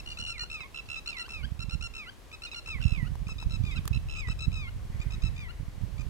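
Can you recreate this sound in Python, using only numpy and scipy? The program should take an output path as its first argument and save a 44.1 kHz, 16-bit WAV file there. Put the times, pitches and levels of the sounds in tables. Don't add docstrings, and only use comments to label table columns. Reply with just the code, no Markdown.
import sys
import numpy as np
from scipy import signal
from scipy.fft import rfft, irfft, next_fast_len
from scipy.io import wavfile
from scipy.ndimage import uniform_filter1d, map_coordinates

SR = 44100
rng = np.random.default_rng(int(sys.argv[2]) if len(sys.argv) > 2 else 0)


def voltage_ratio(level):
    return 10 ** (np.asarray(level, float) / 20)


def master_out(mix):
    frames = np.transpose(np.atleast_2d(mix))
    ceiling = np.clip(frames, -1, 1)
    pcm = np.round(ceiling * 32767).astype(np.int16)
    wavfile.write(sys.argv[1], SR, pcm)


N = 268701


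def unit(x):
    return x / np.sqrt(np.mean(x ** 2) + 1e-20)


def along(points, hz, axis=1):
    table = np.transpose(points)
    return np.interp(np.log(hz + 1), np.log(table[0] + 1), table[axis])


def wobble(rate, size=N):
    knots = rng.standard_normal(int(size * rate / SR) + 4)
    return map_coordinates(knots, [np.arange(size) * rate / SR])


def slide(share):
    return np.sin(np.pi / 2 * np.clip(share, 0, 1)) ** 2


def filtered(x, response):
    m = next_fast_len(N + SR // 2)
    return irfft(rfft(x, m) * response(np.fft.rfftfreq(m, 1 / SR)), m)[..., :N]


# t/s, left level/dB, right level/dB
BREEZE = [(0.0, -49.5, -42), (0.5, -48.5, -44.5), (0.7, -53.5, -52.5), (0.9, -49, -47), (1.25, -53, -51),
          (1.45, -55, -30), (1.85, -54, -42), (2.1, -52.5, -54), (2.6, -51.5, -50), (2.85, -41.5, -26),
          (3.4, -42.5, -36.5), (3.6, -43.5, -26.5), (4.15, -34.5, -45), (4.55, -37.5, -36.5),
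          (5.3, -45, -35.5), (5.45, -37.5, -46), (5.8, -48, -36), (6.09, -54, -31.5)]
# t/s, peak level/dB, left minus right/dB
EDDIES = [(0.187, -39, -16), (0.413, -43, -6.0), (1.38, -46, -7), (1.437, -32, -28.5), (1.633, -29, -25),
          (1.728, -26, -30), (1.802, -35.5, -24.0), (2.749, -31, -17.0), (2.844, -17.5, -28.5),
          (3.019, -24, -29), (3.096, -38, -23.0), (3.207, -30.5, -13.5), (3.349, -37, -21),
          (3.451, -22.5, -9.5), (3.594, -22.5, -26), (3.765, -26.5, -23), (3.901, -21, -19),
          (3.95, -24.5, -19), (4.046, -39, -17), (4.167, -45, -4), (4.27, -24, -19), (4.47, -21, -27),
          (4.754, -33.5, -20), (4.947, -25, -25), (5.057, -25.5, -23), (5.13, -34, -3), (5.231, -20.5, -15),
          (5.597, -28.5, -19.5), (5.811, -25.5, -37), (5.987, -28.5, -26)]
EDDY_RISE_S, EDDY_DIES_DB_PER_S, EDDY_OFFSET_DB = 0.01198, 108, -0.5


def gusts():
    s, *levels = np.transpose(BREEZE)
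    t = np.arange(0, N + 64, 64) / SR
    power = voltage_ratio(2 * np.array([np.interp(t, s, level) for level in levels]))
    for start, db, left_right_db in EDDIES:
        late = t - start
        shape = slide(late / EDDY_RISE_S + .5) * voltage_ratio(-EDDY_DIES_DB_PER_S * np.maximum(late, 0))
        port_db = db + EDDY_OFFSET_DB + np.array([[left_right_db], [0]])
        power = power + (voltage_ratio(port_db) * shape) ** 2
    return [np.interp(np.arange(N) / SR, t, 10 * np.log10(port)) for port in power]


# f/Hz, level/dB
EDDY_COLOUR = [(10, -35), (28, 1.5), (50, 4), (120, 0), (200, -10), (300, -24.5), (450, -45), (800, -140)]
EDDY_BLOW_DB = 5
LEFT_DULL_DB_PER_OCTAVE = -4


def wind(levels):
    out = []
    for gust_db, onset_db in zip(levels, (-32, -38)):
        hits = (rng.random(N) < 60 / SR) * rng.standard_normal(N) * voltage_ratio(7.0 * rng.standard_normal(N))
        blows = [round((s + EDDY_RISE_S) * SR) for s, *_ in EDDIES]
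        hits[blows] = -voltage_ratio(EDDY_BLOW_DB)
        thumps = unit(filtered(hits, lambda hz: 1j * voltage_ratio(along(EDDY_COLOUR, hz))))
        rumble = unit(filtered(rng.standard_normal(N),
                               lambda hz: voltage_ratio(along(EDDY_COLOUR, hz) - 5.8 * np.log2(hz / 50 + 1))))
        mix = voltage_ratio(0.36 * (gust_db - onset_db)) * thumps + rumble
        mix = mix / np.sqrt(np.abs(uniform_filter1d(mix ** 2, SR // 12)) + 1e-9)
        out.append(voltage_ratio(gust_db) * mix)
    left, right = out
    left = filtered(left, lambda hz: voltage_ratio(LEFT_DULL_DB_PER_OCTAVE * np.log2(hz / 110 + 0.33)))
    return np.array([left, right])


# f/Hz, level per Hz/dB
AIR = [(120, -38), (200, -3.5), (346, -4.5), (900, -12), (1070, -10), (1300, -14), (2700, -15.5),
       (12000, -27.5), (15700, -33.5)]
# f/Hz, left minus right/dB
AIR_BALANCE = [(60, 4), (240, -1), (950, 7), (3770, -2), (15000, 0.5)]
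# f/Hz, likeness [0 to 1]
AIR_ALIKE = [(300, 0.45), (3000, 0.28), (8000, 0.4)]
AIR_DB = -60


def air(right_db):
    def response(hz):
        turn = np.arccos(np.clip(along(AIR_ALIKE, hz), -1, 1)) / 2
        return voltage_ratio(along(AIR, hz)) * np.array([np.cos(turn), np.sin(turn)])

    def tilt(hz):
        return voltage_ratio(np.array([1, -1])[:, None] * along(AIR_BALANCE, hz) / 2)

    gust_db = right_db + 69.0
    mid, side = filtered(rng.standard_normal((2, N)), response)
    hiss = unit(filtered(np.array([mid + side, mid - side]), tilt))
    return voltage_ratio(AIR_DB + 3.0 + wobble(3.005) + 0.036 * gust_db) * hiss


def whistle(rows, voice, stutter, pop_db):
    s, pitch, level = np.transpose(rows)
    breaks, first_ms, spacing_ms = (*np.atleast_1d(stutter), 0, 0)[:3]
    h1_db, h3_db, h4_db = voice
    t = np.arange(int((s[-1] - s[0] + 0.0019) * SR)) / SR
    size = len(t)
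    dip, pop = np.zeros(size), np.zeros(size)
    for k in range(int(breaks)):
        late = t * 1000 - first_ms - k * spacing_ms - rng.normal(0, 0.28)
        fading = 1 - .5 * k / breaks
        dip += np.exp(-np.abs(late / np.where(late < 0, 3.6, 2.2)) ** 3) * fading
        pop_size = voltage_ratio(rng.normal(0, 2.2) - 2 * (k / breaks) ** 2)
        pop += pop_size * np.exp(-((late - 3.2) / 1.7) ** 2)
    edges = np.clip(t / 0.00065, 0, 1) * np.clip((t[-1] - t) / 0.0045, 0, 1) ** 2

    risen = s[1] if breaks and s[1] - s[0] < .031 else s[0]
    steps = np.where(t * 1000 < first_ms, s[0], np.maximum(t + s[0], risen))
    glide = uniform_filter1d(np.interp(steps, s, pitch), SR // 120, mode="nearest")
    sag = 1 - 0.0359 * dip + 0.00937 * wobble(114, size=size)
    phase = 2 * np.pi * np.cumsum(glide * sag) / SR

    slack = 36 * (1 - glide / np.maximum.accumulate(glide))
    stuttering = t * 1000 < first_ms + breaks * spacing_ms + 15
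    rasp = 0.43 * stuttering + 0.11
    upper_db = [h4_db + db for db in (0, -6.5, -7.5, -19.5, -26, -27.5)]
    tone = 0
    for k, db in enumerate([h1_db, 0, h3_db, *upper_db]):
        sway_db = 1.41 * wobble(66.6, size=size)
        flutter_db = rasp * (k + 2.5) * wobble(302.3, size=size)
        overtone = np.sin((k + 1) * phase + 2 * np.pi * rng.random())
        tone = tone + voltage_ratio(db - max(k - 1, 0) * slack + sway_db + flutter_db) * overtone
    crack = voltage_ratio(pop_db) * pop * wobble(970, size=size) * np.sin(2.27 * phase)
    loudness = voltage_ratio(np.interp(t + s[0], s, level) + 6.0)
    return loudness * edges * (voltage_ratio(-26 * dip) * tone + crack)


def duck(notes, pops, moves_s):
    out = np.zeros((2, N + SR))
    for rows, voice, stutter in notes:
        start = rows[0][0]
        moved = int(start > moves_s)
        note = whistle(rows, voice, stutter, pops[moved])
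        out[moved, round(start * SR):][:len(note)] += note
    return out[:, :N]


def stutter_rhythm(count):
    return count, 10.9 + rng.normal(0, 1.67), 13.8 + rng.normal(0, 0.75)


RISE_S = 0.0217


def shorts(notes, voice_db, arch, ms_per_break):
    start_share, start_db, droop, end_db = arch
    h1_db, h4_db = voice_db
    gone = np.linspace(0, 1, num=5)
    out = []
    for s, length, hz, db, h3_db in notes:
        times = s + RISE_S + gone * (length - RISE_S)
        drooping = np.transpose([times, hz * (1 - droop * gone ** 2.43), db + end_db * gone])
        rows = [(s, hz * start_share, db + start_db), *drooping]
        out.append((rows, (h1_db, h3_db, h4_db), stutter_rhythm(round(length * 1000 / ms_per_break))))
    return out


def longs(notes, voice_db, shape, moves_s, count):
    slide_s, tail_s, late, droop, start_share, start_db, *fade_db = shape
    out = []
    for s, length, hz, end_hz, db in notes:
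        t = np.r_[RISE_S, np.linspace(max(length - slide_s, RISE_S + 1e-3), length, num=13)]
        share = np.maximum(t - t[1], 0) / (length - tail_s - t[1])
        down = slide(np.abs(share) ** late)
        held_hz = hz * (1 - droop * (t - RISE_S))
        level = db + fade_db[int(s > moves_s)] * down
        sliding = np.transpose([s + t, held_hz + (end_hz - held_hz) * down, level])
        rows = [(s, hz * start_share, db + start_db), *sliding]
        out.append((rows, voice_db, stutter_rhythm(count(length * 1000))))
    return out


def glides(notes, voice_db, bend, start_db, end_db):
    gone = np.linspace(0, 1, num=7)
    bent = gone ** bend
    out = []
    for s, length, from_hz, to_hz, db in notes:
        level = db + start_db * (1 - gone) + end_db * bent
        out.append((np.transpose([s + length * gone, from_hz + (to_hz - from_hz) * bent, level]), voice_db, 0))
    return out


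FLICK_START_DB, FLICK_BEND = -6.5, 1.4
CHIRP_END_DB, CHIRP_BEND = -6.5, 2.22

# t/s, length/s, start f/Hz, end f/Hz, level/dB
SECOND_CHIRP = [
    (0.0, 0.01, 1350, 1290, -44),
    (0.605, 0.044, 1316, 1080, -48),
    (2.465, .032, 1252, 1220, -50),
    (2.515, 0.039, 1325, 1020, -47.5),
    (3.71, 0.034, 1248, 1250, -49),
    (3.76, 0.036, 1320, 1120, -45.5),
]
# t/s, length/s, top f/Hz, level/dB, 3rd harmonic over the 2nd/dB
SECOND_SHORT = [
    (0.06, .075, 1443, -43.5, -8.5),
    (0.745, 0.061, 1356, -42.5, -10),
    (0.888, 0.09, 1350, -41.5, -9),
    (3.93, 0.05, 1324, -46, -4),
]
# t/s, length/s, top f/Hz, end f/Hz, level/dB
SECOND_LONG = [
    (0.186, 0.24, 1445, 918, -41.5),
    (1.075, 0.14, 1338, 963, -45),
    (2.815, .232, 1362, 955, -45),
    (4.086, 0.21, 1328, 965, -46),
]
# t/s, length/s, start f/Hz, end f/Hz, level/dB
SECOND_FLICK = [
    (0.39, .075, 1160, 1500, -55),
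    (1.232, 0.039, 1295, 1625, -55),
    (3.045, 0.037, 1248, 1520, -57.5),
    (4.29, 0.033, 1283, 1570, -56),
]


def second_duck():
    moves_s = .5
    chirps = glides(SECOND_CHIRP, (-23.5, -5, -14), CHIRP_BEND, 0, CHIRP_END_DB)
    short = shorts(SECOND_SHORT, (-21.5, -16), (.985, -2.5, .045, -1.5), ms_per_break=19)
    shape = (.125, .015, 1.05, .3, .99, -2.5, -15, -6)
    held = longs(SECOND_LONG, (-23, -9, -13), shape, moves_s, count=lambda ms: round((ms - 70) / 14))
    flicks = glides(SECOND_FLICK, (-4, -9, -19), FLICK_BEND, FLICK_START_DB, 0)
    return duck(short + flicks + held + chirps, (-13, -3.5), moves_s)


# t/s, length/s, start f/Hz, end f/Hz, level/dB
FAR_CHIRP = [
    (0.105, 0.075, 1203, 1110, -66.5),
    (0.856, .026, 1140, 1060, -74),
]


def far_bird():
    chirps = glides(FAR_CHIRP, (-12, 4, 4.5), CHIRP_BEND, 0, CHIRP_END_DB)
    return duck(chirps, (0, 0), N / SR)[0]


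# t/s, length/s, top f/Hz, level/dB, 3rd harmonic over the 2nd/dB
FIRST_SHORT = [(0.172, 0.046, 1386, -44.5, 0), (0.27, 0.06, 1394, -41.5, -1),
               (0.38, 0.065, 1422, -42.5, 1.5), (0.96, 0.039, 1300, -46, -2), (1.06, 0.05, 1398, -42, 0),
               (1.168, 0.064, 1386, -42, -2.5), (1.592, 0.047, 1364, -44, -4),
               (1.695, 0.056, 1380, -43.5, -4), (1.81, 0.066, 1386, -41.5, -7.5),
               (2.315, 0.041, 1290, -49, -6), (2.42, .046, 1412, -44, -0.5),
               (2.533, .067, 1400, -45.5, -.6), (3.268, 0.063, 1307, -47.5, -14),
               (3.382, 0.06, 1310, -48.5, -5.5), (3.497, .071, 1332, -47.5, -5),
               (4.158, 0.056, 1268, -44.5, -11), (4.272, 0.061, 1306, -46.5, -7.5),
               (4.39, 0.07, 1326, -45.5, -3), (5.0, 0.036, 1232, -49, -11), (5.105, 0.049, 1298, -49, -4.5),
               (5.22, 0.069, 1321, -48, -4.5), (5.98, 0.043, 1228, -51, -14)]
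# t/s, length/s, top f/Hz, end f/Hz, level/dB
FIRST_LONG = [
    (0.5, 0.13, 1345, 1038, -42),
    (1.29, .146, 1348, 1063, -44),
    (1.938, 0.14, 1346, 965, -43.5),
    (2.66, 0.13, 1337, 980, -41),
    (3.635, .118, 1232, 1000, -49),
    (4.517, 0.17, 1300, 1031, -47),
    (5.362, .126, 1242, 944, -51),
]
# t/s, length/s, start f/Hz, end f/Hz, level/dB
FIRST_FLICK = [
    (0.632, 0.036, 1043, 1110, -53),
    (1.43, 0.0276, 1432, 1660, -45.5),
    (2.06, 0.042, 1293, 1654, -47.5),
    (2.804, 0.016, 1450, 1570, -52),
    (3.75, .038, 1316, 1660, -50.5),
    (4.67, 0.027, 1330, 1500, -52.5),
    (5.485, 0.028, 1313, 1490, -50.5),
]


def first_duck():
    moves_s = 3.2
    short = shorts(FIRST_SHORT, (-10.5, -10.5), (.945, -4.5, .025, -2.5), ms_per_break=28)
    shape = (.115, -.008, 1.3, .5, .97, -4, -15, -2.5)
    held = longs(FIRST_LONG, (-14, -8, -12), shape, moves_s, count=lambda ms: round(ms / 50))
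    flicks = glides(FIRST_FLICK, (-1.5, -11, -31), FLICK_BEND, FLICK_START_DB, 0)
    return duck(short + flicks + held, (-11, -10.5), moves_s)


def ports(x, side):
    def half(hz):
        lead = along(side, hz, axis=2) / 2 * (hz > 300)
        return voltage_ratio(along(side, hz) / 2) * np.exp(1j * lead)
    return filtered(x, lambda hz: np.array([half(hz), 1 / half(hz)]))


# f/Hz, left minus right/dB, left lead [radians]
FIRST_SIDE = [(1380, 2.5, -1.3), (2140, -8.5, -1), (2520, 0.5, -1.5), (3746, 4, -3), (4850, -8, -4.5),
              (6730, -3, -8), (8240, -3.5, -4.5)]
FIRST_TURNED = [(1350, 4.5, -1.6), (2050, -2, -2.1), (2700, 5, -2.1), (4000, 9, -4), (5300, -12, -5.3),
                (7500, -6, -6.7)]
SECOND_SIDE = [(1380, 23.5, -2.4), (2010, -11.5, -1.5), (2940, -5.5, -6), (3620, 5.5, -0.5),
               (4830, -13, -6.5), (8600, -1.5, -5)]


def birds():
    beside, aside = second_duck()
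    far = far_bird()
    first, turned = first_duck()
    return ports(first + beside + far, FIRST_SIDE) + ports(turned, FIRST_TURNED) + ports(aside, SECOND_SIDE)


def bank(x):
    t = np.arange(SR // 2) / SR
    tail = rng.standard_normal((2, len(t))) * voltage_ratio(-60 * t / 0.37) * (t > .004)
    slap = np.pad(x, ((0, 0), (round(0.035 * SR), 0)))[:, :N]
    scattered = signal.fftconvolve(x, tail / np.linalg.norm(tail[0]), axes=1)[:, :N]
    return voltage_ratio(-25.5) * slap + voltage_ratio(-15.0) * scattered


# t/s, peak level/dB, snap over peak/dB
TICKS = [(0.435, -48, -10), (0.607, -49.5, -28), (1.282, -50, -13), (2.532, -52.5, -15), (2.681, -50, -8),
         (2.786, -52.5, -19), (3.154, -46.5, -10), (3.29, -46.5, -13), (3.426, -45, -13), (3.854, -45, -2),
         (3.877, -40.5, 4.5), (4.286, -44, -19)]


def ticks():
    out = np.zeros((2, N + SR))
    t = np.arange(SR // 20) / SR
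    for s, db, snap_db in TICKS:
        shell = 0
        for hz, level, t60 in [(1080, 11.5, 0.007), (1500, 5, 0.005), (450, 2.4, 0.01)]:
            ring_hz = hz * (1 + rng.normal(0, 0.084))
            shell = shell + voltage_ratio(level - 60 * t / t60) * np.sin(2 * np.pi * ring_hz * t)
        shell = shell * voltage_ratio([[3], [-6]]) * (1 - np.exp(-t / 0.0021))
        snap = voltage_ratio(snap_db - 60 * t / 0.015) * rng.standard_normal((2, len(t))) * voltage_ratio([[-5], [3]])
        snap = uniform_filter1d(snap, size=2) * (1 - np.exp(-t / 0.0004))
        out[:, round(s * SR):][:, :len(t)] += voltage_ratio(db + 13) * (shell + snap)
    return out[:, :N]


# t/s, level/dB
FLOCK = [
    (4.88, -80),
    (4.93, -60),
    (5.09, -60),
    (5.14, -67),
    (5.3, -61),
    (5.55, -63),
    (5.85, -72),
]


def flock():
    s, level = np.transpose(FLOCK)
    band = filtered(rng.standard_normal((2, N)), lambda hz: np.exp(-((hz - 2000) / 500) ** 2))
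    murmur_db = np.interp(np.arange(N) / SR, s, level, -120, -120)
    return voltage_ratio(murmur_db + 2.5 * wobble(28)) * unit(band)


def scene():
    gust_db = gusts()
    calls = birds()
    return wind(gust_db) + air(gust_db[1]) + calls + bank(calls) + ticks() + flock()


def band_limit(x):
    return signal.sosfilt(signal.butter(12, 16440, fs=SR, output="sos"), x)


def record(dry):
    top_hz = 15830
    return band_limit(filtered(dry, lambda hz: hz < top_hz))


dry = scene()
out = record(dry)
master_out(out)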